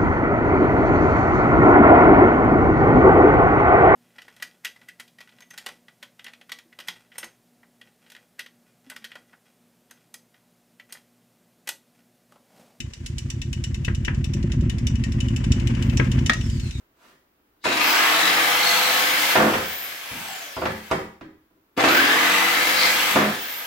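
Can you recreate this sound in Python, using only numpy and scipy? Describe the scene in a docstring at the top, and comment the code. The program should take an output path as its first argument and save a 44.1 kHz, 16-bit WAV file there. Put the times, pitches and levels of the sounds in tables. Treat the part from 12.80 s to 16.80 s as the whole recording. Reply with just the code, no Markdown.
"""Tape recorder winding fast

An open-reel machine winds close by in a small room. Its dented drive wheel rumbles through the chassis and a
reel ticks once per turn, faster and faster, then slower at the end, over the rush of tape and a few dull bumps.
The drive clacks three times, the brake pads hiss and the stop key clunks; the reels coast down with a thin
falling whistle."""
import sys
import numpy as np
from scipy import signal
from scipy.fft import rfft, irfft, next_fast_len
from scipy.io import wavfile
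from scipy.ndimage import uniform_filter1d, map_coordinates

SR = 44100
rng = np.random.default_rng(int(sys.argv[2]) if len(sys.argv) > 2 else 0)


def log_audio(samples):
    """Write samples as a 16-bit WAV file to the path given in sys.argv[1]."""
    # one column per channel
    frames = np.atleast_2d(samples).T
    # limit to full scale, then quantise
    limited = np.clip(frames, -1, 1)
    pcm = np.round(limited * 32767).astype(np.int16)
    wavfile.write(sys.argv[1], SR, pcm)


N = 176400

# The wheel's turns, one reel tick each. Each row: start in seconds, tick level in dB, leftward pan in dB.
TURNS = [(.003,-24.5,-3),(0.135,-29,-10),(0.2614,-24,-10),(0.3827,-23.5,-9),(0.5016,-24.5,-9.5),(0.617,-23.5,-5),(0.7296,-24,-3.5),(0.8392,-22,-7.5),(0.9439,-27,-5),
         (1.0478,-22,-2),(1.1484,-29,-6),(1.2489,-23,-3),(1.3466,-35.5,-8.5),(1.4426,-25,-1.5),(1.536,-26.5,-4.5),(1.6278,-33.5,-2),(1.719,-26,-8),(1.8087,-34.5,-4),
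         (1.897,-25,1),(1.9838,-30.5,-4.5),(2.0691,-21,-5),(2.155,-32.5,-1.5),(2.238,-23,-3.5),(2.3207,-30,-7),(2.4039,-23,-5),(2.4833,-30.5,-5),(2.562,-24,-7.5),
         (2.6413,-27,-5),(2.719,-18,-5),(2.7982,-31,-1),(2.8722,-23.5,-2),(2.9494,-32.5,-0.5),(3.024,-25,-3),(3.0972,-30.5,2),(3.1714,-20.5,-5.5),(3.2446,-35.5,-7),
         (3.316,-23,-4),(3.3892,-31,-2),(3.461,-18.5,-6),(3.5331,-19.5,-6.5),(3.6102,-28,-3.5),(3.6986,-33.5,-7),(3.7974,-30.5,-3),(3.909,-32,-6)]


def amp(db):
    return 10 ** (np.asarray(db) / 20)


def unit(x):
    return x / np.sqrt(np.mean(x ** 2) + 1e-20)


def along(points, hz):
    """Read (Hz, value) points along a log frequency axis."""
    f, v = np.transpose(points)
    return np.interp(np.log(hz + 1), np.log(f + 1), v)


def curves(rows):
    """One automation curve for each column after the time."""
    s, *cols = np.transpose(rows)
    return [np.interp(np.arange(N) / SR, s, c) for c in cols]


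def wobble(rate):
    """A smooth random curve, rate knots a second."""
    return map_coordinates(rng.standard_normal(N // 8), [np.arange(N) * rate / SR], mode='wrap')


def filtered(x, response):
    """Filter x by a response given as a function of Hz."""
    m = next_fast_len(N + SR // 2)
    return irfft(rfft(x, m) * response(np.fft.rfftfreq(m, 1 / SR)), m)[..., :N]


def colour(x, points, size=16384):
    """Minimum-phase EQ of unit energy with the given (Hz, dB) shape."""
    cepstrum = irfft(np.log(amp(along(points, np.fft.rfftfreq(size, 1 / SR)))))
    cepstrum[1:size // 2] *= 2
    cepstrum[size // 2 + 1:] = 0
    impulse = irfft(np.exp(rfft(cepstrum)))
    return filtered(x, lambda hz: rfft(impulse / np.linalg.norm(impulse), next_fast_len(N + SR // 2)))


def pan(db):
    """Stereo gains that favour the left by db."""
    return amp(np.array([[1], [-1]]) * db / 2)


def noise_pair():
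    """Stereo white noise, nearly mono in the bass and wide at the top."""
    # Each row: frequency in Hz, left-right correlation.
    likeness = [(100,0.94),(350,0.36),(700,0.61),(3000,0.41),(12000,0.092)]
    a, b = rng.standard_normal((2, N))
    spread = lambda hz: np.arccos(np.clip(along(likeness, hz), -1, 1)) / 2
    mid = filtered(a, lambda hz: np.cos(spread(hz)))
    side = filtered(b, lambda hz: np.sin(spread(hz)))
    return np.array([mid + side, mid - side])


def add(track, s, sound):
    """Mix a sound into a track at time s."""
    i = int(np.clip(round(s * SR), 0, N - 1))
    track[..., i:i + sound.shape[-1]] += sound[..., :N - i]


def drive_wheel():
    """The wheel drops into each dent and climbs out, shaking the chassis; its uneven rim hums."""
    # Each row: a dent's place, length and edge width, all in turns, then its depth in dB.
    dents = [(0.298,0.0327,0.03,-0.5),(0.527,0.0374,0.021,-1),(0.613,0.025,0.0224,-2),(0.796,0.0791,0.047,3)]
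    # The chassis resonance. Each row: frequency in Hz, gain in dB.
    chassis = [(20,-12.5),(32,-12.5),(46,1),(70,3),(100,-1),(130,1.5),(172,-9.5),(235,-3),(270,-7.5),(305,-21.5),(342,-5.5),(385,-23),(430,-37.5),(550,-30.5),(700,-53.5),(1200,-37.5),(3000,-104)]
    # The hum of a rim slightly out of round. Each row: cycles per turn, level in dB.
    harmonics = [(4,-6.5),(5,-14.5),(6,-26),(9,-16)]
    # The rumble's fader. Each row: time in seconds, gain in dB.
    swell = [(0,-21),(.08,-37),(.12,-46),(.19,-40.5),(.22,-33),(.5,-30.5),(1,-25),(1.35,-24),(1.65,-22),(2.5,-21.5),(2.85,-19.5),(3.44,-18),(3.54,-26),(3.68,-21),(4,-30)]
    last_turn_s, jitter_s, hum_unity_turn_s = .14, .0006, .065
    starts = [row[0] for row in TURNS] + [TURNS[-1][0] + last_turn_s]
    counts, turn_s = np.arange(len(starts)), np.gradient(starts)
    revs = np.interp(np.arange(N) / SR, starts, counts)
    turn, jolts = revs.astype(int), np.zeros(N)
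    for place, length, edge, db in dents:
        strength, late, soft = rng.standard_normal((len(starts), 3)).T  # no two turns alike
        width = (edge * np.exp(.15 * soft))[turn]
        since = revs - turn - place - (jitter_s * late / turn_s)[turn]
        slope = lambda u: np.sin(np.pi * np.clip(u / width, 0, 1)) ** 2 / width
        jolts += amp(db + 1.8 * strength)[turn] * (slope(since - length) - slope(since))
    hum = sum(amp(db + 1.5 * wobble(14)) * np.sqrt(2) * np.sin(2 * np.pi * round(cycles) * revs)
              for cycles, db in harmonics)
    hum *= (hum_unity_turn_s / np.interp(revs, counts, turn_s)) ** 2.3  # grows with speed
    rolling = amp(-11) * unit(colour(noise_pair(), chassis))
    swell_db, = curves(swell)
    return amp(swell_db) * (unit(colour(jolts, chassis)) + hum + rolling)


def reel_ticks():
    """Once a turn a short scrape rings the reel's plastic flange, its modes in changing strengths."""
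    # The scrape's tone. Each row: frequency in Hz, gain in dB.
    scrape_eq = [(500,-35),(1400,-9.5),(1900,-4.5),(2300,1),(2850,3),(3250,-1.5),(3700,1),(4300,2),(5200,1.5),(5950,0),(6350,-4.5),(6650,1),(7550,2.5),(8250,-8.5),(9400,-8),(11500,-16.5),(15000,-17.5)]
    # The flange's ring. Each row: frequency in Hz, bandwidth in Hz, gain in dB.
    modes = [(1851,21,12),(2040,16,4),(2646,65,4.5),(2963,119,7.5),(3634,145,5),(4700,22,-5),(5820,384,4),(7020,350,-13.5),(9020,380,-1)]
    # Each row: frequency in Hz, leftward pan in dB.
    image = [(1200,12),(2000,20.5),(3000,19.5),(4500,5.5),(5200,2),(5900,-0.5),(7300,-5),(9000,-0.5),(12000,4)]
    rise_s, hold_s, t60, treble_hz = .0011, .002, .05, 7500
    t, force = np.arange(SR // 8) / SR, np.zeros((2, N))
    envelope = np.minimum(t / rise_s, 1) * amp(-60 * np.maximum(t - hold_s, 0) / t60)
    for s, db, pan_db in TURNS:
        add(force, s - rise_s / 2, amp(db - 10) * pan(pan_db) * envelope)
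    scrape = room(colour(force * noise_pair(), scrape_eq), wet_db=-10)
    ring = np.zeros((2, N))
    for hz, width, db in modes:
        resonance = signal.lfilter(*signal.iirpeak(hz, hz / width, fs=SR), scrape)
        ring += amp(db + 3.5 * wobble(10)) * resonance
    treble = filtered(scrape, lambda hz: 1 - 1 / (1 + (hz / treble_hz) ** 6))
    flicker = (amp(2.5 * wobble(10)) - 1) * treble
    return filtered(scrape + flicker + ring, lambda hz: pan(along(image, hz)))


def blow(contacts, crack_eq, modes, crack_t60, crack_db, ring_db):
    """A hard hit at time zero: a few cracking contacts and the modes they ring, blurred by loose parts."""
    blur_hz, rise_s = 45, .0012
    t, force, ring = np.arange(SR // 4) / SR, np.zeros(N), np.zeros((2, N))
    for delay_s, db in contacts:
        add(force, delay_s, amp(db - 60 * t / crack_t60))
    for hz, db, t60 in modes:
        drift = np.cumsum(rng.standard_normal((2, len(t))), axis=1)
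        rattle = uniform_filter1d(drift, size=128) * np.sqrt(2 * np.pi * blur_hz / SR)
        swing = np.sin(2 * np.pi * (hz * t + rng.random()) + rattle) * (1 - np.exp(-t / rise_s))
        add(ring, 0, amp(db + rng.normal(0, 1.1, (2, 1)) - 60 * t / t60) * swing)
    return amp(crack_db) * colour(force * noise_pair(), crack_eq) + amp(ring_db) * ring


def drive_clacks():
    """The drive catches: a dull crack, a long faint ring and a short thud of the chassis."""
    # Each row: start in seconds, level in dB, leftward pan in dB.
    cues = [(1.0806,-21,4),(1.2796,-17.5,4.5),(3.1973,-12.5,6)]
    # The contacts within a clack. Each row: delay in seconds, level in dB.
    contacts = [(0,-4),(.0025,1.5),(.0145,-16)]
    # Each row: frequency in Hz, gain in dB.
    crack_eq = [(200,-5.5),(450,-2),(750,-7.5),(1050,-3.5),(1250,-13.5),(1600,-0.5),(2000,0.5),(2500,-2),(3000,-5.5),(3600,-16.5),(4300,-25),(8000,-44),(15000,-54)]
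    # The ring and the thud. Each row: frequency in Hz, level in dB, T60 in seconds.
    ring_modes = [(1020,0,0.04),(1300,-13,0.23),(1456,-10,0.2),(1630,-4.5,0.19),(1763,-11.5,0.16),(1975,6.5,0.031),(2050,0.5,0.03),(2509,-7,0.11),(2790,-15,0.1)]
    thud_modes = [(101,2.5,0.03),(215,2.5,0.025),(342,-4.5,0.043)]
    t, knocks, thuds = np.arange(SR // 4) / SR, np.zeros((2, N)), np.zeros(N)
    thud = sum(np.sin(2 * np.pi * hz * t) * amp(db - 60 * t / t60) for hz, db, t60 in thud_modes)
    thud *= 1 - np.exp(-t / .0012)
    for s, db, pan_db in cues:
        knock = blow(contacts, crack_eq, ring_modes, crack_t60=.021, crack_db=-3.5, ring_db=-12)
        add(knocks, s, amp(db) * pan(pan_db) * knock)
        add(thuds, s, amp(db) * thud)
    return room(knocks, wet_db=-8.5) + thuds


def stop_key():
    """The key snaps home with a bright crack and rings the deck plate."""
    # Each row: delay in seconds, level in dB.
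    contacts = [(0,-10.5),(.0018,3),(.0046,-7.5),(.011,-14)]
    # Each row: frequency in Hz, gain in dB.
    crack_eq = [(200,-14.5),(700,-11),(1050,-7.5),(1900,-1.5),(2600,-6),(3500,-5.5),(4200,-15.5),(5000,-16),(8000,-24.5),(15000,-43)]
    # Each row: frequency in Hz, level in dB, T60 in seconds.
    plate_modes = [(607,-6,.07),(740,-18,0.17),(1288,-1,0.075),(1453,-5,0.077),(1675,-5.5,.11),(1880,7,0.087),(2310,5,0.032),(2800,-17,.12),(3300,-23,0.074),(3460,1,0.023),(3870,-7,0.034),(4340,-21,0.13)]
    clunk = blow(contacts, crack_eq, plate_modes, crack_t60=.018, crack_db=-4, ring_db=-9.5)
    track = np.zeros((2, N))
    add(track, s=3.495, sound=amp(-7.5) * pan(db=1.5) * clunk)
    return room(track, wet_db=-7.5)


def case_bumps():
    """Each dull bump pushes the case and lets it spring back."""
    # Each row: start in seconds, level in dB.
    cues = [(1.549,-22),(1.6409,-16),(1.7323,-24.5),(1.8226,-19.5),(3.199,-21),(3.495,-25)]
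    # The case's boom. Each row: frequency in Hz, gain in dB.
    case_eq = [(20,-45),(70,-12),(125,4),(230,7),(300,-9),(345,-1),(430,-27.5),(560,-17.5),(700,-47.5),(1200,-43),(3000,-76)]
    push_db, return_s = 23.5, .00414
    pushes = np.zeros(N)
    for s, db in cues:
        push = amp([db + push_db])
        add(pushes, s, push)
        add(pushes, s + return_s, -push)
    return colour(pushes, case_eq)


def tape_rush():
    """Tape and bearings make a fluttering rush that swells through the wind and thins to a hiss."""
    # Each row: time in seconds, body level in dB, hiss level in dB.
    faders = [(0,-56.5,-60),(.4,-55,-57.5),(1.3,-49,-59.5),(1.9,-46,-62),(2.5,-44,-55),(2.85,-39,-55.5),(3.45,-39,-54),(3.56,-45.5,-51),(3.7,-49,-46),(4,-55,-49.5)]
    # The tone of each layer. Each row: frequency in Hz, gain in dB.
    body_eq = [(200,3.5),(550,2),(750,-3),(1000,0.5),(1300,-7),(1900,-2),(2800,-3),(3800,-19),(6000,-18),(15000,-52)]
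    hiss_eq = [(500,-5),(2000,5.5),(3000,3.5),(4300,2),(6000,4),(7600,1.5),(8600,-3.5),(11000,-12.5),(15000,-13)]
    # Each row: frequency in Hz, leftward pan in dB.
    image = [(500,2),(2500,5),(4500,6),(7000,-7),(12000,-3.5)]
    body_db, hiss_db = curves(faders)
    flutter_db = 2.5 * wobble(90)
    body = amp(body_db + flutter_db) * colour(noise_pair(), body_eq)
    hiss = amp(hiss_db + flutter_db / 2) * colour(noise_pair(), hiss_eq)
    return filtered(body + hiss, lambda hz: pan(along(image, hz)))


def tape_whistle():
    """The tape's breathy whistle sinks as the reels slow down."""
    # Each row: time in seconds, pitch in Hz, level in dB.
    glide = [(3.53,6090,-64),(3.572,5950,-50),(3.595,5660,-54),(3.645,5430,-56),(3.72,4810,-57.5),(3.82,4265,-56),(3.872,4110,-48),(3.895,3970,-60),(3.955,3725,-51),(4,3670,-68)]
    # Each row: ratio to the pitch, level in dB.
    partials = [(.63,-4.5),(1,1.5),(2,-9)]
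    width_hz, top_hz = 160, 8000
    pitch_hz, level_db = curves(glide)
    phase = 2 * np.pi * np.cumsum(pitch_hz) / SR
    breath = lambda: wobble(2 * width_hz)  # widens each partial into a band of noise
    tone = sum(amp(db) * (breath() * np.cos(k * phase) + breath() * np.sin(k * phase))
               for k, db in partials)
    tone *= amp(level_db) * (np.arange(N) / SR > glide[0][0])
    tone = filtered(tone, lambda hz: 1 / (1 + (hz / top_hz) ** 10))
    return room(tone * pan(db=.5), wet_db=1.5)


def brake_hiss():
    """The brake pads rub with a faint hiss that comes in quickly and fades."""
    # Each row: frequency in Hz, gain in dB.
    pad_eq = [(1000,-4),(3000,3),(6000,-6),(8500,-1),(11000,-11),(15000,5)]
    start_s, rise_s, level_db, fade_db_per_s = 3, .024, -50, 23
    t = np.maximum(np.arange(N) / SR - start_s, 0)
    envelope = np.minimum(t / rise_s, 1) * amp(level_db - fade_db_per_s * t)
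    return envelope * colour(noise_pair(), pad_eq)


def room(x, wet_db):
    """The small room adds a short diffuse tail whose top dies first."""
    # Each row: frequency in Hz, T60 in seconds.
    decay_times = [(150,0.3),(1000,0.23),(3000,0.22),(7000,0.23),(14000,0.11)]
    hz, t, noise = signal.stft(rng.standard_normal((2, SR // 2)), SR, nperseg=256)
    envelope = amp(-60 * t / along(decay_times, hz)[:, None]) * (1 - np.exp(-t / .00085))
    tail = signal.istft(noise * envelope, SR, nperseg=256)[1]
    return x + amp(wet_db) * signal.fftconvolve(x, tail / np.linalg.norm(tail[0]), axes=1)[:, :N]


def scene():
    """The deck is nearer the left side and arrives there first; rumble and bumps sit in the centre."""
    left_lead_s = .0005865
    deck = reel_ticks() + tape_rush() + drive_clacks() + stop_key() + brake_hiss() + tape_whistle()
    deck = filtered(deck, lambda hz: np.exp(1j * np.pi * hz * left_lead_s * np.array([[1], [-1]])))
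    return deck + drive_wheel() + case_bumps()


def record(dry):
    """Soft clipping rounds the highest peaks; filters trim the deepest bass and the very top."""
    ceiling, low_hz, top_hz = .93, 30, 15300
    rounded = dry / (1 + (dry / ceiling) ** 6) ** (1 / 6)
    return filtered(rounded, lambda hz: hz ** 4 / (hz ** 4 + low_hz ** 4) / (1 + (hz / top_hz) ** 100))


dry = scene()
out = record(dry)
log_audio(out)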